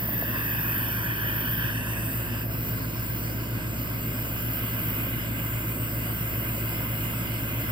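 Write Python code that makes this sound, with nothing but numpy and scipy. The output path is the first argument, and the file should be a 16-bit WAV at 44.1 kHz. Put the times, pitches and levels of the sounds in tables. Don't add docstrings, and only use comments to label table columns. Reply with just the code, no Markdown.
import sys
import numpy as np
from scipy import signal
from scipy.fft import rfft, irfft, next_fast_len
from scipy.io import wavfile
from scipy.ndimage import uniform_filter1d, map_coordinates

SR = 44100
rng = np.random.default_rng(int(sys.argv[2]) if len(sys.argv) > 2 else 0)


def persist_wave(psi):
    counts = np.round(np.clip(psi, -1, 1) * 32767).astype(np.int16)
    wavfile.write(sys.argv[1], SR, np.atleast_2d(counts).T)


N = 340398
FRAME = 1024


def amp(db):
    return 10 ** (np.asarray(db) / 20)


def bell(x, centre, width):
    return np.exp(-((x - centre) / width) ** 2)


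def along(points, hz):
    point_hz, values = np.transpose(points)
    return np.interp(np.log(hz + 1), np.log(point_hz + 1), values)


def density(points, hz):
    octaves_above = np.log2(np.maximum(hz / points[-1][0], 1))
    return along(points, hz) - 60 * octaves_above


def grid():
    hz, s, _ = signal.stft(np.zeros(N), SR, nperseg=FRAME)
    return hz[:, None], s


def curves(rows, s):
    times, *columns = np.transpose(rows)
    return [np.interp(s, times, column) for column in columns]


def wobble(s, rate):
    knots = rng.standard_normal(int(s[-1] * rate) + 4)
    return map_coordinates(knots, [s * rate])


# frequency in Hz, left-right likeness from 0 to 1.
CHANNEL_ALIKE = [(60, .97), (160, .96), (300, .8), (500, .6), (650, .8), (820, .5), (1000, .75),
                 (1300, .65), (1500, .88), (1750, .98), (1860, .98), (2000, .9), (2120, .6), (2550, .9),
                 (2900, .65), (3200, .7), (3600, .2), (4200, .4), (4700, .87), (5100, .8), (5450, .15),
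                 (6000, .9), (6300, .97), (8500, .88), (9800, .98), (11000, .92), (13500, .96),
                 (15000, .96), (15800, .7)]
# frequency in Hz, phase by which left leads in radians.
CHANNEL_PHASE = [(0, 0), (350, -.2), (700, 0), (820, -2.8), (900, -1.6), (1000, -.6), (1270, -1.4),
                 (1450, -.8), (1820, -3.14), (1980, -4.1), (2280, -9.9), (2450, -9.5), (2830, -10.9),
                 (2940, -15.6), (3080, -16.2), (3400, -18.8), (3600, -22), (4000, -24.1), (5100, -25.8),
                 (5400, -26), (5650, -28.1), (6370, -28.35), (9390, -22.4), (10200, -21.7), (11100, -19),
                 (11600, -18.5), (14600, -12.9), (15900, -10.6)]
# frequency in Hz, left minus right in dB.
CHANNEL_TILT = [(60, 14.5), (200, -2.5), (400, 0.5), (500, -4), (650, -1.5), (800, -2), (920, -8.5),
                (1080, -2.5), (1300, -5), (1550, -1.5), (1830, 0), (2060, 0), (2150, -2.5), (2260, -2),
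                (2420, -6), (2620, 2), (2950, -5), (3500, -0.5), (6000, 0)]


def turbulence(level_db, patchy_db, alike=CHANNEL_ALIKE, phase=CHANNEL_PHASE, slide=1):
    hz, _ = grid()
    noise = rng.standard_normal((2, N))
    common, diffuse = signal.stft(noise, SR, nperseg=FRAME)[2] * np.sqrt(SR / 2)

    eddies = rng.standard_normal(common.shape)
    eddies = uniform_filter1d(eddies, size=9, axis=0)
    eddies = uniform_filter1d(eddies, size=7, axis=1)
    gain = amp(level_db + patchy_db * eddies / eddies.std())

    pattern_hz = hz / slide
    turn = np.arccos(np.clip(along(alike, pattern_hz), 0, 1)) / 2
    half_phase = np.exp(.5j * np.interp(pattern_hz, *np.transpose(phase)))
    balance = amp(along(CHANNEL_TILT, pattern_hz) / 2) * half_phase
    left = (np.cos(turn) * common + np.sin(turn) * diffuse) * balance
    right = (np.cos(turn) * common - np.sin(turn) * diffuse) / balance
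    return signal.istft(np.array([left, right]) * gain, SR, nperseg=FRAME)[1][:, :N]


# mean delay in seconds, strength as a share, sway of the delay in seconds.
NEAR_ECHOES = [(.0011, .16, .00002), (.0019, .16, .00003), (.0031, .12, .00004)]


def reflections(hz, s):
    total = 1
    for delay, share, sway in NEAR_ECHOES:
        moving_delay = delay + sway * wobble(s, rate=1.56)
        total = total + share * np.exp(-2j * np.pi * hz * moving_delay)
    return 20 * np.log10(np.abs(total) + 1e-3)


# frequency in Hz, level in dB per Hz.
ROOM_RUMBLE = [(20, -100), (38, -98), (80, -69), (106, -47), (117, -57.5), (124, -61.5), (135, -54.5),
               (150, -58), (175, -60.5), (205, -62.5), (225, -60), (268, -58.5), (292, -64), (314, -64),
               (335, -61.5), (360, -72.5), (400, -70), (600, -77.5), (1200, -114)]


def room():
    hz, _ = grid()
    return turbulence(density(ROOM_RUMBLE, hz), patchy_db=0.5)


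# frequency in Hz, rms level in dB.
FRIDGE_TONES = [(35.5, -71), (49.2, -60.5), (59.1, -42.5), (112.6, -36), (120.0, -43.5), (159.3, -49),
                (181.5, -52.5), (318.5, -55), (337.7, -54.5)]
# time in seconds, gain in dB.
FRIDGE_SWELL = [(0, -1), (0.8, 0.5), (2.2, 2), (3.5, 1.5), (4.8, 1), (5.8, 2), (7.7, 2)]


def refrigerator(drift_rad=0.097, waver_db=0.36):
    t = np.arange(N) / SR
    swell_db, = curves(FRIDGE_SWELL, t)
    hum = np.zeros(N)
    for hz, db in FRIDGE_TONES:
        phase = 2 * np.pi * (hz * t + rng.random()) + drift_rad * wobble(t, rate=1.83)
        peak = np.sqrt(2) * amp(db + waver_db * wobble(t, rate=3.53))
        hum += peak * np.sin(phase)
    return amp(swell_db) * hum


# start in seconds, level in dB.
HAND_BUMPS = [(0.0868, -24), (0.225, -18.5)]
# frequency in Hz, level in dB relative to the bump, time in seconds to fade by 60 dB.
BUMP_TONES = [(480, -8, .022), (655, 0, .021), (850, -9, .014)]


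def bumps(attack_s=0.001):
    out = np.zeros(N)
    t = np.arange(SR // 10) / SR
    ring = np.zeros(len(t))
    for hz, db, t60 in BUMP_TONES:
        ring += amp(db - 60 * t / t60) * np.sin(2 * np.pi * hz * t)
    ring *= 1 - np.exp(-t / attack_s)
    for start, db in HAND_BUMPS:
        out[round(start * SR):][:len(t)] += amp(db) * ring
    return out


# frequency in Hz, dB per Hz relative to the jet's level.
JET_HISS = [(11800, -77.5), (12600, -52), (13200, -39), (13650, -32.5), (14200, -33), (14750, -33),
            (15100, -36), (15400, -39), (15800, -45)]
# time in seconds, level in dB.
JET_LEVEL = [(0, -31), (.17, -32), (.25, -35.5), (.45, -32.5), (.7, -32.5), (1.04, -37), (1.4, -35),
             (1.6, -34.5), (1.8, -44), (1.95, -38.5), (2.03, -38), (2.16, -36), (2.3, -41.5), (2.45, -41.5),
             (2.69, -35.5), (2.87, -43), (3.14, -37), (3.38, -41), (3.72, -43), (3.82, -40), (4.45, -38),
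             (4.56, -33.5), (4.71, -36.5), (4.9, -33), (5.27, -40.5), (5.42, -37.5), (6.3, -36),
             (7.0, -35.5), (7.35, -39), (7.72, -37)]
# frequency in Hz, dB per Hz relative to the shoulder's level.
SHOULDER_HISS = [(9000, -89), (10300, -38), (11000, -34.5), (11450, -32), (12050, -30.5), (12450, -24),
                 (12900, -23), (13400, -28), (14000, -51)]
# time in seconds, level in dB.
SHOULDER_LEVEL = [(0.0, -52.5), (0.6, -46.5), (1.63, -48), (2.15, -46), (2.34, -50), (2.43, -53),
                  (2.73, -54), (2.84, -54.5), (3.24, -54), (3.53, -55), (4.02, -54), (4.43, -47.5),
                  (4.73, -50), (4.84, -47.5), (5.7, -51.5), (6.81, -47), (7.52, -48.5), (7.72, -48)]
# time in seconds, centre in Hz, height in dB.
BRIGHT_BAND = [(0, 14700, 0), (.2, 14700, 7), (.35, 13800, 2), (.6, 13800, 5), (.8, 13900, 7),
               (1.1, 14200, 3), (1.35, 14500, 5), (1.47, 14000, 8), (1.62, 14750, 5), (1.77, 14500, 2),
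               (1.97, 14400, 3), (2.17, 14200, 6), (2.3, 14650, 5), (2.45, 14200, 8), (2.7, 14400, 5.5),
               (2.88, 14900, 7), (3.15, 14950, 7), (3.35, 15200, 5), (3.55, 13900, 4), (3.9, 14200, 8),
               (4.3, 14300, 5), (4.6, 14300, 4), (4.9, 14050, 5.5), (5.4, 14000, 3.5), (6.3, 14000, 3.5),
               (7.1, 13800, 0.5), (7.72, 13750, 6)]
# time in seconds, centre in Hz, depth in dB.
DARK_BAND = [(0, 12700, 6), (.4, 12600, 4), (2.2, 12900, 0), (2.4, 13050, 7), (2.9, 12900, 2),
             (3.3, 12200, -3), (3.6, 12300, 7), (4.1, 12600, 8), (4.5, 12350, -1), (5.1, 12450, -1),
             (5.5, 12500, 5), (6.2, 12650, 7), (7.2, 13000, 6), (7.72, 13050, 4)]
BRIGHT_WIDTH_HZ, DARK_WIDTH_HZ = 350, 260


def jet():
    hz, s = grid()
    level_db, = curves(JET_LEVEL, s)
    shoulder_db, = curves(SHOULDER_LEVEL, s)
    bright_hz, height_db = curves(BRIGHT_BAND, s)
    dark_hz, depth_db = curves(DARK_BAND, s)

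    bright_db = height_db * bell(hz, bright_hz, BRIGHT_WIDTH_HZ)
    colour_db = 0.51 * reflections(hz, s) + 0.28 * wobble(s, rate=18)
    colour_db = colour_db - depth_db * bell(hz, dark_hz, DARK_WIDTH_HZ)
    top = turbulence(density(JET_HISS, hz) + level_db + bright_db + colour_db, patchy_db=1.0)
    shoulder = turbulence(density(SHOULDER_HISS, hz) + shoulder_db + colour_db, patchy_db=1.3)
    return top + shoulder


CLOSEST_S, SWOOP_S = 1.054, 1.114


def nozzle_gap(s):
    return np.minimum(((s - CLOSEST_S) / SWOOP_S) ** 2, 1)


# frequency in Hz, dB per Hz before the moving level.
CUP_ROAR = [(500, -98), (800, -79), (1030, -70), (1280, -77.5), (1470, -69.5), (1640, -61), (1900, -62),
            (2100, -74), (2300, -77), (2500, -72), (2750, -76), (3030, -77.5), (3380, -83.5), (3650, -81),
            (4100, -99), (4500, -85.5), (5800, -92), (7300, -104)]
# time in seconds, centre in Hz, boost in dB.
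CUP_OVERTONE = [(0, 2920, 1), (.35, 2740, 4.5), (.65, 2630, 3), (.9, 3200, 6), (1.25, 3080, 9),
                (1.62, 3100, 11), (1.78, 2860, 10), (2.05, 2700, 6), (2.35, 2900, 13)]
# frequency in Hz, phase by which left leads in radians, before the pattern slides.
CUP_PHASE = [(0, 0), (750, -.3), (820, -1), (950, -.2), (1280, -1.7), (1480, -1), (1820, -2.75),
             (1950, -3.12), (2150, -3.2), (2300, -4.2), (2500, -6.1), (2800, -10.3), (3360, -12.4),
             (4130, -18.8), (4700, -19.3), (5080, -24.8), (5510, -28.2), (7150, -27.9), (8790, -24.2),
             (15900, -10.4)]
# frequency in Hz, left-right likeness from 0 to 1, before the pattern slides.
CUP_LIKENESS = [(700, 0.3), (1050, 0.7), (1500, .9), (1900, .99), (2120, .99), (2250, .93), (2700, 0.65),
                (3500, .9), (4000, .95)]
CUP_DB, CAVITY_HZ = 1.5, 1705
RIM_LOSS_DB, ENTRY_RISE_HZ, EXIT_RISE_HZ = 10, 197, 25
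CLEAR_S = 2.43
OVERTONE_WIDTH_HZ = 290
PATTERN_SLIDE, SLIDE_GAP = 0.063, 0.36
FLUTTER_DB = .4


def cup(rest_hz=1720, release_db_per_s=330):
    hz, s = grid()
    gap = nozzle_gap(s)
    release_db = release_db_per_s * np.maximum(s - CLEAR_S, 0)
    level_db = CUP_DB - RIM_LOSS_DB * gap ** 2 - release_db
    rise_hz = np.where(s < CLOSEST_S, ENTRY_RISE_HZ, EXIT_RISE_HZ)
    stretch = rest_hz / (CAVITY_HZ + rise_hz * gap)

    overtone_hz, boost_db = curves(CUP_OVERTONE, s)
    colour_db = density(CUP_ROAR, hz * stretch)
    colour_db = colour_db + boost_db * bell(hz, overtone_hz, OVERTONE_WIDTH_HZ)
    flutter_db = FLUTTER_DB * wobble(s, rate=9.96)
    slide = 1 + PATTERN_SLIDE * np.tanh(gap / SLIDE_GAP)
    return turbulence(colour_db + level_db + flutter_db, patchy_db=1.5,
                      alike=CUP_LIKENESS, phase=CUP_PHASE, slide=slide)


# frequency in Hz, dB per Hz before the moving level and slope.
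OPEN_ROAR = [(250, -78), (480, -79.5), (560, -70), (670, -72.5), (750, -78), (820, -83), (880, -77),
             (1020, -74), (1150, -76.5), (1330, -76), (1480, -75), (1620, -68.5), (1720, -76.5),
             (1830, -76), (1920, -72.5), (2120, -78), (2260, -79.5), (2400, -74), (2540, -75.5),
             (2720, -77), (2900, -77.5), (3050, -79.5), (3450, -88.5), (4500, -99.5)]
# time in seconds, level in dB.
OPEN_LEVEL = [(2.65, 0.5), (4.12, 1), (4.52, 3), (5.0, 3.5), (5.87, 1.73), (7.72, 3.5)]
# frequency in Hz, dB per Hz before the moving level and slope.
GAS_RUSH = [(2500, -106), (3700, -88), (4150, -85), (4650, -84), (4900, -80.5), (5600, -86), (5950, -85),
            (6300, -95.5), (6800, -82.5), (7500, -86.5), (8200, -81), (9150, -83), (9700, -96),
            (10300, -101), (12000, -105)]
# time in seconds, slope in dB per octave.
RUSH_BRIGHTNESS = [(0, -8.5), (.74, 0.5), (1.54, -5), (2.0, 7), (2.52, -1.5), (3.8, 0.5), (5.31, 2.5),
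                   (5.55, 9), (7.72, 1.5)]
# frequency in Hz, gain in dB.
EARLY_COLOUR = [(3500, -8), (4100, -5), (4600, -1.5), (5400, -4.5), (5850, 6), (6350, 1), (7350, -5),
                (8100, 2.5), (8600, -1.5), (9200, 9.5), (10500, -7)]
EARLY_FADE = (1.8, 2.5)
CUP_SHADE_DB = 10.5
ROAR_SLOPE_DB, BRIGHTER_PER_DB = -0.5, 0.83
RUSH_DB, RUSH_LOSS_PER_DB = -1.8, 0.36
DIP_S, DIP_FALL_S, DIP_RECOVER_S = 2.475, .038, .06
DIP_ROAR_DB, DIP_RUSH_DB = 4, 7.5
RING_HZ, RING_WIDTH_HZ, RING_FROM_S, RING_DB_PER_S = 2120, 140, 3.5, .8


def flame(roar_pivot_hz=1600, rush_pivot_hz=5700):
    hz, s = grid()
    fall = bell(s, DIP_S, DIP_FALL_S)
    recovery = np.exp(-np.abs(s - DIP_S) / DIP_RECOVER_S)
    dip = np.where(s < DIP_S, fall, recovery)
    open_db, = curves(OPEN_LEVEL, s)
    rush_slope, = curves(RUSH_BRIGHTNESS, s)

    roar_db = open_db - CUP_SHADE_DB * (1 - nozzle_gap(s) ** 2) - DIP_ROAR_DB * dip
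    roar_slope = ROAR_SLOPE_DB + BRIGHTER_PER_DB * roar_db
    roar_db = roar_db + roar_slope * np.log2((hz + 1) / roar_pivot_hz).clip(-1, 1)
    ring_db = RING_DB_PER_S * np.maximum(s - RING_FROM_S, 0)
    roar_db = roar_db + ring_db * bell(hz, RING_HZ, RING_WIDTH_HZ)

    early = np.interp(s, EARLY_FADE, [1, 0])
    rush_db = RUSH_DB - RUSH_LOSS_PER_DB * open_db - DIP_RUSH_DB * dip
    rush_db = rush_db + along(EARLY_COLOUR, hz) * early
    rush_db = rush_db + rush_slope * np.log2((hz + 1) / rush_pivot_hz).clip(-1, 1)
    rush_db = rush_db + .5 * reflections(hz, s)

    flutter_db = FLUTTER_DB * wobble(s, rate=18)
    roar = turbulence(density(OPEN_ROAR, hz) + roar_db + flutter_db, patchy_db=1.16)
    rush = turbulence(density(GAS_RUSH, hz) + rush_db + flutter_db, patchy_db=2.4)
    return roar + rush


def scene():
    background = room() + refrigerator()
    torch = jet() + cup() + flame()
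    return background + bumps() + torch


TOP_HZ = 15800


def record(dry):
    size = next_fast_len(N + SR // 2)
    kept = np.fft.rfftfreq(size, 1 / SR) < TOP_HZ
    return irfft(rfft(dry, size) * kept, size)[:, :N]


dry = scene()
out = record(dry)
persist_wave(out)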